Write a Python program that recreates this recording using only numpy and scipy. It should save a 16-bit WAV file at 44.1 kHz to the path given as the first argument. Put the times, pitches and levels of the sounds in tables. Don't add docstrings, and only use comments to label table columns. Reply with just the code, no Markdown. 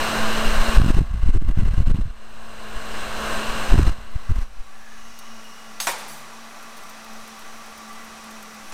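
import sys
import numpy as np
from scipy import signal
from scipy.fft import rfft, irfft, next_fast_len
from scipy.io import wavfile
from scipy.ndimage import uniform_filter1d

SR = 44100
rng = np.random.default_rng(int(sys.argv[2]) if len(sys.argv) > 2 else 0)


def output_pcm(signal):
    pcm = np.clip(np.atleast_2d(signal).T, -1, 1) * 32767
    wavfile.write(sys.argv[1], SR, np.round(pcm).astype(np.int16))


def makeup_ratio(level_db):
    decades = np.asarray(level_db, float) / 20
    return 10 ** decades


N = 384993
T = np.arange(N) / SR

# frequency [Hz], level [dB], t60 [s].
STAND_MODES = [(4600, -3, .03), (6420, -2, .04), (7600, -3, .03), (8100, -1, .04), (9030, 1, .04),
               (10600, 1, .04), (11100, -3, .03), (12200, -3, .03), (13000, -4, .03), (13750, 0, .04),
               (14900, -4, .03)]


def shape(points, hz, peaks=()):
    f, db = np.transpose(points)
    out = np.interp(np.log(hz + 1), np.log(f), db)
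    for centre, width, lift in peaks:
        out = out + lift / (1 + (2 * (hz - centre) / width) ** 2)
    return makeup_ratio(out)


def unit(x):
    return x / np.sqrt(np.mean(x ** 2))


def coloured(points, size):
    spectrum = rfft(rng.standard_normal(size))
    return unit(irfft(spectrum * shape(points, np.fft.rfftfreq(size, 1 / SR)), size))


def smooth_steps(count, k):
    steps = np.repeat(rng.standard_normal(count), k)[:N]
    return uniform_filter1d(uniform_filter1d(steps, k), k)


def walk(rate):
    k = int(SR / rate)
    return unit(smooth_steps(N // k + 1, k))


def lowpass(x, hz, order):
    return signal.sosfilt(signal.butter(order, hz, fs=SR, output="sos"), x)


def band(x, lo_hz, hi_hz, order=2):
    edges = [lo_hz, min(hi_hz, .45 * SR)]
    return signal.sosfilt(signal.butter(order, edges, "band", fs=SR, output="sos"), x)


def ring(modes, t, gains=1):
    f, db, t60 = np.transpose(modes)[:, :, None]
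    sines = np.sin(2 * np.pi * (f * t + rng.random(f.shape)))
    return np.sum(gains * makeup_ratio(db - 60 * t / t60) * sines, axis=0)


def add(out, s, x):
    i = int(s * SR)
    out[i:i + len(x)] += x[:len(out) - i]


def gun():
    # time [s], hiss [dB].
    gain_ride = [(0, -25.5), (.77, -27.5), (.79, -31.5), (.97, -38.5), (1.051, -47), (1.15, -48.5),
                 (1.3, -46.5), (1.95, -44.5), (2.13, -52), (3.26, -30), (3.69, -31.5), (3.76, -31.5),
                 (3.925, -37), (3.945, -45), (4.11, -49), (4.41, -45.5), (4.49, -53), (4.75, -51)]
    # frequency [Hz], density [dB per Hz].
    held_colour = [(76, -7), (130, -6), (220, -11.5), (300, -8.5), (450, -6.5), (1300, -7), (1950, -12.5),
                   (2900, -13.5), (4700, -23), (6500, -24.5), (8900, -25.5), (9500, -32.5), (11500, -37.5),
                   (15400, -41.5)]
    # frequency [Hz], width [Hz], lift [dB].
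    held_peaks = [(626, 190, 3), (1085, 180, 6), (1596, 390, 7), (2807, 350, 7), (4080, 390, 8.5),
                  (5140, 380, 3), (6110, 98, 6.5), (8260, 520, 4.5), (12970, 3100, 8.5)]
    # frequency [Hz], density [dB per Hz].
    stood_colour = [(35, -50), (60, -33), (130, -20.5), (215, -13), (290, -17), (540, -14), (810, -9.5),
                    (1170, -6), (1510, -8), (3400, -16.5), (5950, -22.5), (6600, -23), (9000, -26),
                    (15400, -35)]
    # frequency [Hz], width [Hz], lift [dB].
    stood_peaks = [(783, 14, 8), (1145, 46, 7.5), (1375, 6.7, 13.5), (1981, 20, 10.5), (2528, 76, 6.5),
                   (3920, 21, 9), (5830, 550, 6)]
    orders_db = [-1, -17.5, -12.5]
    turn_start_s, turn_end_s = 4.08, 4.92
    shaft_hz, hum_db = 221.3, -6

    settle_s = np.maximum(T - gain_ride[-1][0], 0)
    db = np.interp(T, *np.transpose(gain_ride)) + 7 * (1 - np.exp(-settle_s / 0.82))
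    down = np.clip((T - turn_start_s) / (turn_end_s - turn_start_s), 0, 1)

    away = np.clip((T - 3.95) / 0.076, 0, 1)
    held = jet(held_colour, held_peaks, treble_db=3, low_db=1 - 2 * away)
    stood = jet(stood_colour, stood_peaks, treble_db=4, low_db=3.5)
    hiss = np.sqrt(1 - down) * held + np.sqrt(down) * stood + hollows()

    speed_hz = shaft_hz * (1 + .009 * walk(5) + 0.01202 * walk(25))
    angle = 2 * np.pi * np.cumsum(speed_hz) / SR
    hum = sum(makeup_ratio(order_db) * np.sin((k + 1) * angle) for k, order_db in enumerate(orders_db))
    hum = hum * makeup_ratio(hum_db + 1.3 * walk(1.6) + 2.5 * walk(11))
    return makeup_ratio(db) * (hiss + np.sqrt(2) * hum), db


def jet(points, peaks, treble_db, low_db):
    size = next_fast_len(N)
    hz = np.fft.rfftfreq(size, 1 / SR)
    air = rfft(rng.standard_normal(size)) * shape(points, hz, peaks)
    air = air / np.sqrt(np.mean(irfft(air * (hz > 900) * (hz < 4500), size) ** 2))
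    out = 0
    for centre in 90 * 2. ** np.arange(0, 8, .5):
        part = np.clip(1 - 2 * np.abs(np.log2((hz + 1) / centre)), 0, 1)
        aim_db = treble_db * np.clip(np.log2(centre / 2800), 0, 1) + low_db * (centre < 800)
        out = out + irfft(air * part, size)[:N] * makeup_ratio(aim_db + 0.44 * walk(8))
    return out


def hollows():
    # start [s], end [s], frequency [Hz], width [Hz], level above the hiss [dB].
    whistles = [(.8, 2.1, 2050, 120, -12), (.9, 2.1, 1130, 90, -8), (3.93, 4.45, 2030, 120, -12),
                (3.93, 4.45, 1130, 90, -7), (4.68, 5.05, 1690, 160, -3), (4.93, 5.1, 1175, 120, -7),
                (5.19, 5.33, 1160, 90, -3), (4.85, 5.8, 2875, 110, -8), (4.75, 5.45, 6375, 500, -12),
                (5.0, 5.72, 5550, 500, -10), (5.95, 6.35, 165, 14, -13), (5.95, 7.2, 990, 50, -13),
                (5.9, 7.6, 1170, 45, -9), (7.0, 8.73, 1162, 40, -8), (5.6, 7.0, 602, 40, -15)]
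    out = np.zeros(N)
    for start, end, hz, width_hz, db in whistles:
        along = np.linspace(0, 1, int((end - start) * SR))
        sag_hz = 40 * (hz < 200)
        angle = 2 * np.pi * np.cumsum(hz - sag_hz * along) / SR
        flutter = lowpass(rng.standard_normal((2, SR * 2)), width_hz / 2, 2)[:, -len(along):]
        whistle = unit(flutter[0] * np.sin(angle) + flutter[1] * np.cos(angle))
        add(out, start, makeup_ratio(db) * np.sin(np.pi * along) ** .5 * whistle)
    return out


def draught():
    # time [s], level of small eddies [dB].
    rumble = [(0, -35.5), (.7, -36), (2.05, -28.5), (2.2, -49), (2.6, -47.5), (3.0, -37.5), (3.6, -36.5),
              (3.95, -41), (4.45, -43), (4.75, -52), (5.6, -60), (6.3, -65), (7.1, -57), (8.73, -56)]
    # time [s], suction [full scale], width [ms].
    swells = [(.1824, 0.15, 17), (.3807, 0.39, 26), (.4688, 0.56, 23), (0.492, -0.24, 8.7),
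              (.5927, -1.16, 13), (0.617, 0.37, 18), (0.6905, 0.36, 8.4), (0.756, 0.43, 15),
              (0.9042, 0.63, 16.4), (0.986, 0.8, 13), (1.2998, 0.69, 10), (1.349, 0.78, 13.4),
              (1.372, 0.77, 13), (1.421, 0.26, 35), (1.491, 0.81, 12), (1.515, .53, 14), (1.603, 0.66, 21),
              (1.68, 0.5, 16), (1.786, 0.22, 16), (1.8737, 0.73, 8.1), (1.9072, 0.71, 13),
              (1.968, 0.26, 25), (2.016, 0.49, 10.8), (2.1053, 0.16, 14), (2.767, 0.13, 12),
              (3.5, 0.14, 22), (3.704, 0.4, 17), (3.7297, 1.59, 10.8), (4.424, 0.28, 17),
              (4.605, 0.107, 19)]
    # time [s], suction [full scale], width [ms].
    sharp = [(0.7797, 2.42, 7.2), (0.8177, .84, 3.3), (0.8878, 0.45, 1.9), (0.9051, 1.1, 2.2),
             (.948, .56, 4.4), (0.9881, 1.22, 1.2), (1.0098, 0.52, 2.9), (1.1422, 0.33, 6.3),
             (1.2347, 0.54, 6.4), (1.2798, 0.59, 9), (1.362, 0.8, 7.5), (1.5902, 0.65, 3.8),
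             (1.6574, .48, 8.7), (1.781, 0.64, 5.2), (1.804, 0.83, 4.9), (1.9136, 0.88, 6.7),
             (1.9464, 0.49, 3.1), (3.742, 0.82, 1.4), (3.7808, 0.58, 0.98), (3.7898, 1.14, 4.8),
             (3.795, 1.18, 0.78), (3.8312, .65, 4), (3.877, 0.88, 8.6), (3.894, 0.38, 11),
             (4.161, 0.28, 4.3), (4.2977, 0.33, 4.3), (4.308, 0.48, 7.4), (4.3182, 0.56, 5.7),
             (4.363, 0.31, 9.9), (4.3873, 0.39, 7.2)]
    # time [s], height [full scale].
    lulls = [(1.212, 0.078), (1.252, 0.14), (1.32, 0.14), (1.39, .15), (1.535, 0.058), (1.703, 0.12),
             (1.85, 0.25), (1.935, 0.18), (3.912, 0.1), (.84, 0.081), (.93, 0.1)]

    suck, puff = np.zeros(N), np.zeros(N)
    pushes = [(s, -height, 13) for s, height in lulls]
    for s, depth, width_ms in swells + sharp + lesser_eddies() + pushes:
        near = slice(max(int((s - .08) * SR), 0), int((s + .08) * SR))
        eddy = depth * np.exp(-np.abs((T[near] - s) / (.72e-3 * width_ms)) ** 1.6)
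        suck[near] = np.maximum(suck[near], eddy)
        puff[near] = np.minimum(puff[near], eddy)
    pull = signal.sosfiltfilt(signal.butter(3, 400, fs=SR, output="sos"), suck + puff)

    def lag(x, hz):
        return signal.lfilter(*signal.butter(1, hz, fs=SR), x)

    limited = np.minimum(pull, 1)
    push = 0.99 * lag(limited, 3) - 0.5 * lag(limited, 0.09)
    pull = pull - 0.14 * lag(pull, 12)

    strength = makeup_ratio(np.interp(T, *np.transpose(rumble)))
    still_db = -5 * np.clip(T - 4.7, 0, 1)
    small = unit(band(rng.standard_normal(N), 13, 50.6, order=3))
    small = small * strength * makeup_ratio(3.0 * walk(9.2) + still_db)
    sway = (makeup_ratio(10.5) * walk(9) + makeup_ratio(3.0) * walk(24.04)) * strength
    ragged = unit(band(rng.standard_normal(N), 137, 350, order=3))
    ragged = ragged * makeup_ratio(-25) * np.clip(pull, 0, 1) ** 1.91
    return push + sway - pull + small, ragged


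def lesser_eddies():
    # start [s], end [s], usual depth [full scale], usual width [ms].
    gusts = [(0.505, .6, 0.32, 18), (0.794, .92, 0.36, 1.8), (0.939, 1.04, 0.35, 2.1),
             (1.109, 1.2, 0.2, 4.6), (1.26, 1.3, 0.48, 2.8), (1.329, 1.375, 0.62, 4.4),
             (1.406, 1.52, 0.34, 5), (1.56, 1.69, 0.37, 4), (1.712, 1.74, 0.24, 4.6),
             (1.769, 1.835, 0.32, 3.5), (1.865, 1.92, 0.4, 4), (1.946, 2.035, 0.24, 2.5),
             (3.75, 3.902, 0.38, 2.8), (1.826, 1.842, 0.43, 8.1), (1.742, 1.757, .3, 6.6),
             (3.915, 3.934, 0.19, 6.3), (3.985, 4.002, .04, 4.5), (2.043, 2.08, 0.14, 4)]
    per_s = 62
    rows = []
    for start, end, depth, width_ms in gusts:
        luck = rng.random((16, 3))
        times = start + (np.arange(len(luck)) + luck[:, 0]) / per_s
        depths = depth * (.5 + luck[:, 1])
        widths = width_ms * 3 ** (luck[:, 2] - .5)
        rows += [row for row in zip(times, depths, widths) if row[0] < end]
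    return rows


def clacks():
    # time [s], peak level [dB].
    blows = [
        (5.8012, -14.5),
        (5.8702, -8.8),
        (8.7225, -27),
    ]
    # frequency [Hz], level [dB], t60 [s].
    stand = [(1170, -10, 0.11), (1860, 7, 0.0072), (4540, -1, 0.072), (6430, -2.5, 0.25), (7800, -7, 0.22),
             (9060, -9, 0.4), (10260, -30, 0.25), (11070, -23, 0.11), (13000, -27, 0.25),
             (13750, -24, 0.41)]
    # frequency [Hz], level [dB], t60 [s].
    housing = [(945, -1.5, 0.18), (1880, -7, 0.2), (2420, -8, 0.15), (3530, -20, 0.72), (5700, -7, 0.14),
               (7020, -7, 0.093), (7700, -10, 0.18), (9100, -17, 0.42), (10290, -53, 0.51),
               (13670, -30, 0.22)]
    # frequency [Hz], density [dB per Hz].
    colours = [
        [(88, -47), (150, -18), (411, -23), (509, -5.5), (1170, -2), (1290, -4), (5730, -2.5), (6570, -7),
         (15400, -19)],
        [(88, -23), (150, -22.5), (550, -9.5), (927, -4), (1260, -9.5), (2490, -11.5), (2690, -15.5),
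         (8960, -21), (15400, -44)],
    ]

    out, t = np.zeros(N), T[:SR]
    kinds = [(stand, colours[0], .22), (housing, colours[1], .28), (housing, colours[1], .28)]
    for (s, db), (modes, colour, crack_s) in zip(blows, kinds):
        crack = coloured(colour, SR) * (makeup_ratio(-13 - 60 * t / crack_s) + makeup_ratio(-16 - 60 * t / .03))
        tail = coloured(colour, SR) * makeup_ratio(-22 - 60 * t / 1.12) * (1 - np.exp(-t / 0.0056))
        add(out, s, makeup_ratio(db) * (crack + tail + makeup_ratio(-13) * ring(modes, t)))
    return out


def rocking():
    # start [s], length [s], level [dB].
    contacts = [
        (5.799, 0.063, -33),
        (5.863, 0.057, -32),
        (5.977, .03, -44),
        (6.075, .14, -41.5),
    ]
    attack_s, sag_db_per_s, release_db_per_s = 0.0079, 106, 400

    rung, out, t = 0, np.zeros(N), T[:SR // 2]
    for hz, db, t60 in STAND_MODES:
        swell_db = 4 * smooth_steps(40, 735)[:len(t)]
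        mode = band(rng.standard_normal(len(t)), hz - 2.5 / t60, hz + 2.5 / t60, order=1)
        rung = rung + makeup_ratio(db + swell_db) * unit(mode)
    scrape = unit(band(rng.standard_normal(len(t)), 4700, 15000))

    first_s, contact = contacts[0][0], 0
    for s, length, db in contacts:
        since = np.maximum(t + first_s - s, 0)
        fall_db = sag_db_per_s * since + release_db_per_s * np.maximum(since - length, 0)
        contact = np.maximum(contact, np.minimum(since / attack_s, 1) * makeup_ratio(db - fall_db))
    add(out, first_s, contact * (unit(rung) + makeup_ratio(-6) * scrape))
    return out


def ticks():
    # time [s], peak level [dB].
    taps = [(5.188, -31), (5.442, -43), (6.6258, -38), (6.768, -36), (6.7774, -35), (6.833, -36),
            (6.8937, -36), (7.0434, -37), (7.1294, -40), (7.276, -36), (7.3911, -35), (7.6585, -40),
            (7.7767, -35.5), (7.891, -41), (7.9284, -39), (8.0441, -36), (8.2394, -39), (8.308, -36),
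            (8.4257, -36), (8.5435, -38), (8.6956, -39), (8.7214, -45)]
    out, t = np.zeros(N), T[:SR // 8]
    for s, db in taps:
        burst = rng.standard_normal(len(t)) * makeup_ratio(-60 * t / 0.033) * (1 - np.exp(-t / 0.00054))
        mix = makeup_ratio(2.5 * rng.standard_normal((len(STAND_MODES), 1)) - 36)
        modes = signal.fftconvolve(burst, ring(STAND_MODES, t, mix))[:len(t)]
        add(out, s, makeup_ratio(db) * (modes + makeup_ratio(-5.5) * band(burst, 1500, 15000)))
    return out


def scene():
    sound, db = gun()
    wind, ragged = draught()
    push_top = .45
    wind = np.where(wind > 0, push_top * np.tanh(wind / push_top), wind)
    headroom_db = np.maximum(db + 35, 0)
    limit = .43 * makeup_ratio(2.0 * headroom_db)
    slope = np.clip(1 - wind / limit, .11, 1.45) ** 1.1
    return (wind + slope * (ragged + sound) + clacks() + rocking() + ticks())[None]


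def band_limit(x):
    return signal.sosfilt(signal.butter(12, 15560, fs=SR, output="sos"), x)


def record(dry):
    top = .97
    return band_limit(dry / (1 + np.abs(dry / top) ** 8) ** (1 / 8))


dry = scene()
out = record(dry)
output_pcm(out)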